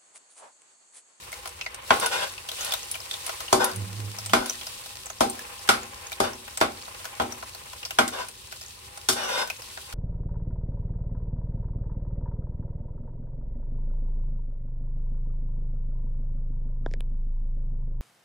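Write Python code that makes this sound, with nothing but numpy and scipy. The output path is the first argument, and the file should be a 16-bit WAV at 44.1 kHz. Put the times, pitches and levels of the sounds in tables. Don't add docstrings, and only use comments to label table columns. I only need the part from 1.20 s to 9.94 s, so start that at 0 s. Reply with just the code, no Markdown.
import sys
import numpy as np
from scipy import signal
from scipy.fft import rfft, irfft, next_fast_len
from scipy.io import wavfile

SR = 44100
rng = np.random.default_rng(int(sys.argv[2]) if len(sys.argv) > 2 else 0)


def master_out(mix):
    frames = np.transpose(np.atleast_2d(mix))
    ceiling = np.clip(frames, -1, 1)
    pcm = np.round(ceiling * 32767).astype(np.int16)
    wavfile.write(sys.argv[1], SR, pcm)


N = 385434
TIME = np.arange(N) / SR
AGE = TIME[:SR // 2]
ATTACK_SAMPLES = SR // 50


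def from_db(db):
    return np.exp(np.asarray(db) * (np.log(10) / 20))


def rms_one(x, count=None):
    return x / np.sqrt(np.mean(x[..., :count] ** 2) + 1e-20)


def in_time(rows):
    times, *columns = np.transpose(rows)
    return [np.interp(TIME, times, column) for column in columns]


def during(rows, fade_s):
    return np.clip(np.minimum(TIME - rows[0][0], rows[-1][0] - TIME) / fade_s + .5, 0, 1)


def at_hz(points, hz):
    frequencies, values = np.transpose(points)
    return np.interp(np.log(hz + 1e-3), np.log(frequencies), values)


def add(out, start_s, sound):
    start = max(round(start_s * SR), 0)
    out[:, start:start + sound.shape[1]] += sound[:, :N - start]


def band(x, low, high, order=2):
    sos = signal.butter(order, [low, min(high, .48 * SR)], "band", fs=SR, output="sos")
    return signal.sosfilt(sos, x + 1e-18)


def resonance(x, hz, width_hz):
    radius = np.exp(-np.pi * width_hz / SR)
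    feedback = [1, -2 * radius * np.cos(2 * np.pi * hz / SR), radius ** 2]
    return signal.lfilter(np.array([1, 0, -1]) * (1 - radius ** 2) / 2, feedback, x + 1e-18)


def drift(per_s):
    knots = rng.standard_normal(4000)
    return rms_one(np.interp(TIME * per_s, np.arange(len(knots)), knots))


def clicks(per_s, spread_db):
    sizes = from_db(spread_db * np.minimum(rng.exponential(1, N), 5)) * rng.choice([-1, 1], N)
    return sizes * (rng.random(N) < per_s / SR)


def dying(t60):
    return from_db(-60 * AGE / t60)


def voiced(sound, edges_hz, levels_db):
    return sum(from_db(db) * rms_one(band(sound, low, high, order=4), ATTACK_SAMPLES)
               for low, high, db in zip(edges_hz, edges_hz[1:], levels_db))


# frequency in Hz, correlation of left and right.
STEREO_LIKENESS = [(60, 1), (130, 0.88), (330, 0.83), (640, -0.14), (1400, 0.00046), (3000, -0.1),
                   (15000, -0.028)]

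def stereo_noise(spectrum, size):
    padded = next_fast_len(size)
    hz = np.fft.rfftfreq(padded, 1 / SR)
    alike = at_hz(STEREO_LIKENESS, hz)
    mid, side = rfft(rng.standard_normal((2, padded))) * from_db(at_hz(spectrum, hz))
    left_right = np.sqrt(1 + alike) * mid + np.sqrt(1 - alike) * side * [[1], [-1]]
    return rms_one(irfft(left_right, padded)[:, :size])


def spatter():
    bursts = clicks(per_s=400, spread_db=3.3)
    pitches = np.geomspace(1800, 11000, 18)
    pitch_index = rng.integers(0, len(pitches), N)
    bubbles = sum(resonance(bursts * (pitch_index == k), hz, width_hz=hz / 8) / np.sqrt(hz)
                  for k, hz in enumerate(pitches))
    crackle = band(clicks(per_s=170, spread_db=3.8), 700, 6500, order=1)
    clusters = from_db(2.5 * drift(per_s=14))
    grains = (from_db(-9.5) * rms_one(bubbles) + from_db(-8.5) * rms_one(crackle)) * clusters
    echoes = rng.standard_normal((2, len(AGE))) * (dying(.014) + from_db(-19) * dying(.18))
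    return rms_one(signal.oaconvolve(grains[None], echoes, axes=1)[:, :N]) * np.std(grains)


# frequency in Hz, relative level in dB.
SIZZLE_EQ = [(150, -32), (250, -20), (342, -5), (380, -7), (429, -13.5), (484, 2), (723, -3), (802, 1.5),
             (1670, 0), (2760, 5), (6940, -7.5), (8550, -2.5), (11500, -9.5), (14900, -14), (16000, -13)]
# time in seconds, simmer level in dB, fizz level in dB.
FRYING_LEVELS = [(0, -45.5, -44), (0.35, -46, -45), (0.6, -45.5, -52.5), (0.74, -43, -34.5),
                 (1.22, -44, -43.5), (1.42, -43.5, -35), (1.8, -47, -42.5), (2.1, -41, -37.5),
                 (2.75, -45.5, -43.5), (3.5, -46.5, -39), (3.85, -49.5, -45.5), (4.3, -43, -41.5),
                 (4.72, -44, -45), (5.2, -46.5, -44.5), (6.3, -45, -44), (7.4, -54, -47), (7.9, -47, -46),
                 (8.74, -47.5, -43.5)]

def frying():
    simmer_db, fizz_db = in_time(FRYING_LEVELS)
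    hiss = stereo_noise(SIZZLE_EQ, N)
    hollow = hiss + resonance(hiss, 450, width_hz=160)
    hollow += 5.2 * resonance(hiss, 816, width_hz=4.5) + 1.73 * resonance(hiss, 1030, width_hz=93)
    simmer = rms_one(band(hollow, 210, 4230, order=3)) * from_db(simmer_db + 2.4 * drift(per_s=60))
    fizz = rms_one(band(hiss, 3000, 17000, order=3)) * from_db(fizz_db + 1.2 * drift(per_s=60))
    return simmer + fizz + from_db(fizz_db) * spatter()


# frequency in Hz, relative level in dB.
FLAME_EQ = [(12, -54), (20, -16), (32, -4.5), (70, 2.5), (113, -0.5), (140, -9), (311, -14), (348, -33),
            (371, -0.5), (400, -5), (520, -40), (880, -120)]

def flame():
    return from_db(-55.5) * rms_one(band(stereo_noise(FLAME_EQ, N), 32, 347))


def ring(modes, scatter_db, detune):
    hz, level_db, t60 = np.transpose(modes)[:, :, None]
    gain = from_db(level_db + scatter_db * rng.standard_normal(hz.shape)) * dying(t60)
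    apart = np.arccos(at_hz(STEREO_LIKENESS, hz)) / 2 * rng.choice([-1, 1], hz.shape)
    detuned = hz * (1 + detune * rng.standard_normal(hz.shape))
    phase = 2 * np.pi * detuned * AGE + np.pi * rng.integers(0, 2, hz.shape)
    sides = [np.sum(gain * np.sin(phase + side * apart), axis=0) for side in (1, -1)]
    return rms_one(np.array(sides), ATTACK_SAMPLES)


# pitch in Hz, relative level in dB, 60 dB decay time in seconds.
BOWL_MODES = [(107.7, -17.5, 0.41), (215.3, -15.5, 1), (242, -6.5, 0.61), (314, -18, 0.8),
              (375.6, -6, 0.61), (453, -9.5, 0.18), (530, -18.5, 0.17), (601, -5.5, 0.32),
              (652.5, 3.5, 0.16), (686, -15, 0.67), (790, 1, 0.35), (914, -15, 0.73), (957, -0.5, 0.15),
              (1015, -3, 0.18), (1073, -9, 0.49), (1130, -20, 0.091), (1279, -1.5, 0.22), (1336, -7, 0.45),
              (1413, -8.5, 0.19), (1430, 5.5, 0.093), (1552, -5.5, 0.31)]

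def wok_ring():
    return ring(BOWL_MODES, scatter_db=2, detune=.003)


def small_pop_cues(per_s=5, low_hz=1017, high_hz=9000):
    cues = []
    for slot, (delay, pitch, force, focus) in enumerate(rng.random((80, 4))):
        start = (slot + delay) / per_s
        hz = low_hz * (high_hz / low_hz) ** pitch
        if start < TIME[-1]:
            cues.append((start, hz, -52 + 13 * force, 2 * focus))
    return cues


# start in seconds, pitch in Hz, level in dB, roll-off away from the pitch in dB per octave.
LOUD_POPS = [(0.118, 9000, -44, 4), (0.256, 1050, -38, 3), (0.274, 10100, -41, 1.5),
             (0.411, 2600, -32.5, 17), (0.462, 2030, -34, 17), (0.798, 9000, -31.5, 6),
             (0.86, 9700, -27.5, 2.5), (1.179, 2640, -39, 21), (1.288, 3280, -33.5, 6.5),
             (1.315, 3800, -37.5, 4.5), (1.408, 6400, -38, 5), (1.447, 10700, -34.5, 7),
             (1.521, 3440, -29, 4), (1.537, 3700, -29.5, 1.5), (1.713, 10000, -29.5, 9),
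             (1.742, 3100, -37, 9), (1.911, 3580, -31, 10), (1.939, 3530, -33, 9), (2.064, 9600, -34, 3.5),
             (2.093, 1050, -33, 3), (2.28, 2900, -37, 14), (2.443, 10340, -23.5, 6.5), (2.56, 9650, -38, 8),
             (3.06, 8280, -35.5, 4), (3.095, 3100, -40, 3), (3.259, 9800, -37, 1.5),
             (3.296, 6000, -32.5, 5), (3.411, 3280, -39.5, 8), (3.858, 7760, -39, 21),
             (3.9, 6500, -43.5, -1.5), (4.098, 8860, -32, 22), (4.867, 6700, -46, 4),
             (4.927, 3670, -37.5, 6), (5.373, 8100, -33.5, 3), (5.678, 1040, -41.5, 10),
             (5.853, 1500, -39.5, 1.5), (6.122, 5860, -42.5, 0), (6.226, 1050, -37, 7),
             (6.629, 2840, -38, 11), (6.651, 5150, -34.5, 32), (6.707, 2800, -35.5, 3),
             (6.878, 8340, -34, 3), (7.085, 9300, -41, 4.5), (8.3, 2530, -32, 6), (8.574, 1490, -40, 8)]
POP_EDGES_HZ = [500, 2000, 6000, 16000]

def pops():
    out = np.zeros((2, N))
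    size = SR // 7
    answer = (wok_ring() * dying(.07))[:, :size]
    envelope = (dying(.03) + from_db(-12) * dying(.15)) * (1 - dying(.0012))
    centres_hz = np.sqrt(np.multiply(POP_EDGES_HZ[:-1], POP_EDGES_HZ[1:]))
    for start, hz, level_db, rolloff in LOUD_POPS + small_pop_cues():
        snap = rng.standard_normal((2, size)) * envelope[:size]
        pop = snap + from_db(18) * resonance(snap, hz, width_hz=hz / 16) + from_db(-4.5) * answer
        octaves = np.abs(np.log2(centres_hz / hz))
        add(out, start, voiced(pop, POP_EDGES_HZ, level_db - rolloff * (octaves - octaves.min())))
    return out


# pitch in Hz, relative level in dB, 60 dB decay time in seconds.
SPATULA_MODES = [(1900, 2, 0.086), (2160, -7, 0.076), (2430, 4.5, 0.19), (2713, -12, 0.12),
                 (2970, 3.5, 0.19), (3300, 10.5, 0.11), (3570, 3.5, 0.25), (3700, -40, 0.23),
                 (4460, -2, 0.11), (5100, -7, 0.28), (5880, -1.5, 0.1), (6740, -5, 0.13), (7740, -18, 0.12),
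                 (8640, -7.5, 0.1)]

def blade_ring():
    return ring(SPATULA_MODES, scatter_db=2.5, detune=.01)


# frequency in Hz, 60 dB decay time in seconds.
TAIL_TIMES = [(100, 0.47), (300, 0.36), (700, 0.19), (1800, 0.22), (5000, 0.3), (13000, 0.17)]

def wash(spectrum, crack_db, crack_t60):
    noise = stereo_noise(spectrum, len(AGE))
    tail = sum(band(noise, hz, 2 * hz, order=1) * dying(at_hz(TAIL_TIMES, hz * np.sqrt(2)))
               for hz in 40 * 2. ** np.arange(9))
    crack = from_db(crack_db) * stereo_noise(spectrum, len(AGE)) * dying(crack_t60)
    return rms_one(rms_one(tail, ATTACK_SAMPLES) + crack, ATTACK_SAMPLES)


# frequency in Hz, relative level in dB.
CLANK_EQ = [(35, -38), (60, -8.5), (160, -15), (250, -1.5), (607, -6.5), (803, 7), (924, -4.5), (1410, 4),
            (1700, -10.5), (2190, -4), (6580, -27.5), (7230, -28.5), (9130, -24.5), (14900, -32.5),
            (16000, -47)]
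KNOCK_EDGES_HZ = [80, 450, 1100, 1700, 5000, 16000]
# start in seconds, thud, bowl, clank and edge levels in dB, ring trim
# in dB, 60 dB damping time under the resting blade in seconds, pitch the impact point favours in Hz.
KNOCK_CUES = [(0.705, -30, -15.5, -17, -33, 2, 0.28, 1070), (2.327, -23, -15.5, -25, -20.5, 2, 3.7, 360),
              (3.133, -26, -18, -18.5, -24.5, 2, 1.7, 1336),
              (4.006, -26, -17.5, -25.5, -26, 1.5, 1.15, 790),
              (4.489, -28, -20, -16, -20.5, -0.5, 1.6, 1380),
              (5.001, -26.5, -21, -28.5, -28.5, -2, 2.7, 600),
              (5.411, -26.5, -19.5, -21, -29, 0, 0.71, 625),
              (5.998, -33.5, -23, -27, -39.5, 2.5, 2.6, 1330),
              (6.786, -27.5, -18.5, -17.5, -24.5, 5.5, 0.73, 2160),
              (7.887, -32, -29.5, -25.5, -18.5, 1.5, 2.6, 370)]

def spatula_knocks():
    out = np.zeros((2, N))
    for start, thud_db, bowl_db, clank_db, edge_db, ring_db, damping_t60, favoured_hz in KNOCK_CUES:
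        metal = from_db(ring_db) * (wok_ring() + from_db(-10.5) * blade_ring()) * dying(damping_t60)
        blow = wash(CLANK_EQ, crack_db=-6, crack_t60=.028) + .91 * metal
        blow *= 1 - dying(.0037)
        blow += from_db(-1) * resonance(blow, favoured_hz, width_hz=favoured_hz / 10.5)
        blow *= 1 + dying(.022)
        shudder = rng.standard_normal(len(AGE)) * dying(.31)
        jolt = rms_one(band(shudder, 33, 120), 5 * ATTACK_SAMPLES)
        blade_db = clank_db - 3
        levels_db = [thud_db, bowl_db, clank_db, blade_db, edge_db]
        add(out, start, voiced(blow, KNOCK_EDGES_HZ, levels_db) + from_db(-47.5) * jolt)
    return out


# start in seconds, length in seconds,
# mid-stroke level in dB, swell over the stroke in dB, brightness in dB.
STROKE_CUES = [(0.752, 0.035, -34, -14, -7), (0.811, 0.063, -25.5, -10.5, -1.5),
               (0.907, 0.13, -29, -2, 1.5), (1.371, 0.17, -40.5, 0.5, 3.5), (2.391, 0.099, -24.5, -12, -7),
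               (3.155, 0.094, -34.5, -4, -6), (5.026, 0.046, -27, -7, -5.5), (6.918, 0.1, -34, 1.5, -2),
               (7.952, 0.27, -30.5, 5, -1)]

def stroke_gains(attack_s=.021, release_db_per_s=273, hiss_db=-4.5):
    gains = np.zeros((3, N))
    for start, length, level_db, swell_db, bright_db in STROKE_CUES:
        pressure_db = level_db + swell_db * (np.minimum(AGE / length, 1) - .5)
        lift_db = release_db_per_s * np.maximum(AGE - length, 0)
        colour = from_db([[0], [bright_db], [bright_db + hiss_db]])
        add(gains, start, colour * from_db(pressure_db - lift_db) * np.minimum(AGE / attack_s, 1))
    return gains


# frequency in Hz, relative level in dB.
GRIND_EQ = [(150, 5), (350, -12.5), (520, -3.5), (800, 7), (1080, -3.5), (1500, -2), (1850, -9.5),
            (2300, -7), (2800, 0.5), (4000, -9), (5800, -16.5), (9000, -17.5), (12000, -21), (16000, -31)]
# pitch in Hz, width in Hz, send in dB.
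CONTACT_PEAKS = [(540, 82, -3), (1000, 45, 0), (1480, 120, 7), (2160, 61, 5.5), (2756, 35, 8),
                 (3530, 36, 7)]
SCRAPE_EDGES_HZ = [300, 1800, 4500, 16000]

def spatula_scrapes(echo_s=.001827):
    slips = clicks(per_s=2200, spread_db=2.5) * from_db(1.6 * drift(per_s=160))
    lag_s = echo_s * (1 + .098 * drift(per_s=9))
    slips += sum(.33 ** k * np.interp(TIME - k * lag_s, TIME, slips) for k in range(1, 4))
    body = wash(GRIND_EQ, crack_db=4.5, crack_t60=.15)
    body += from_db(-10) * wok_ring() + from_db(-6.5) * blade_ring()
    body += sum(from_db(db) * resonance(body, hz, width_hz) for hz, width_hz, db in CONTACT_PEAKS)
    rub = signal.oaconvolve(slips[None], body, axes=1)[:, :N]
    return sum(gain * rms_one(band(rub, low, high, order=3))
               for gain, low, high in zip(stroke_gains(), SCRAPE_EDGES_HZ, SCRAPE_EDGES_HZ[1:]))


# time in seconds, pitch in Hz, drone level in dB, overtone fader in dB.
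JUDDER_CURVE = [(2.52, 101, -55, -59), (2.58, 103, -31.5, -43), (2.638, 100.3, -31, -57),
                (2.674, 103.8, -42, -44), (2.8, 103.7, -33.5, -65), (2.882, 100.6, -34, -68),
                (2.968, 106, -50, -56), (3.074, 104, -39.5, -72), (3.14, 104.3, -44, -39)]

def wok_judder(rattle_db=-17.5):
    hz, level_db, overtone_db = in_time(JUDDER_CURVE)
    phase = 2 * np.pi * np.cumsum(hz * (1 + .022 * drift(per_s=29.9))) / SR
    drone = from_db(level_db) * np.sin(phase) + from_db(overtone_db + 1) * np.sin(1.82 * phase)
    chatter = rng.standard_normal(N) * (1 + np.sin(phase))
    rattle = from_db(level_db + rattle_db) * rms_one(band(chatter, 130, 426))
    pan_right = from_db([[-2.2], [2.2]])
    return (np.sqrt(2) * drone + rattle) * during(JUDDER_CURVE, fade_s=.025) * pan_right


# time in seconds, pitch in Hz, level in dB.
SQUEAL_CURVE = [(7.93, 5450, -56), (8.0, 5600, -44), (8.05, 5760, -36), (8.1, 6100, -42), (8.17, 5860, -54),
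                (8.23, 5100, -37)]

def edge_squeal():
    hz, level_db = in_time(SQUEAL_CURVE)
    sides = []
    for _ in range(2):
        phase = 2 * np.pi * np.cumsum(hz * (1 + .012 * drift(per_s=340))) / SR
        sides.append(np.sin(phase) * drift(per_s=300))
    return np.array(sides) * from_db(level_db) * during(SQUEAL_CURVE, fade_s=.024)


def scene():
    cooking = frying() + pops() + spatula_knocks() + spatula_scrapes() + edge_squeal()
    pan_left = from_db([[.4], [-.4]])
    return cooking * pan_left + flame() + wok_judder()


def record(dry):
    high_cut = signal.ellip(10, .1, 80, 15800, fs=SR, output="sos")
    return signal.sosfilt(high_cut, np.clip(dry, -1, 1))


dry = scene()
out = record(dry)
master_out(out)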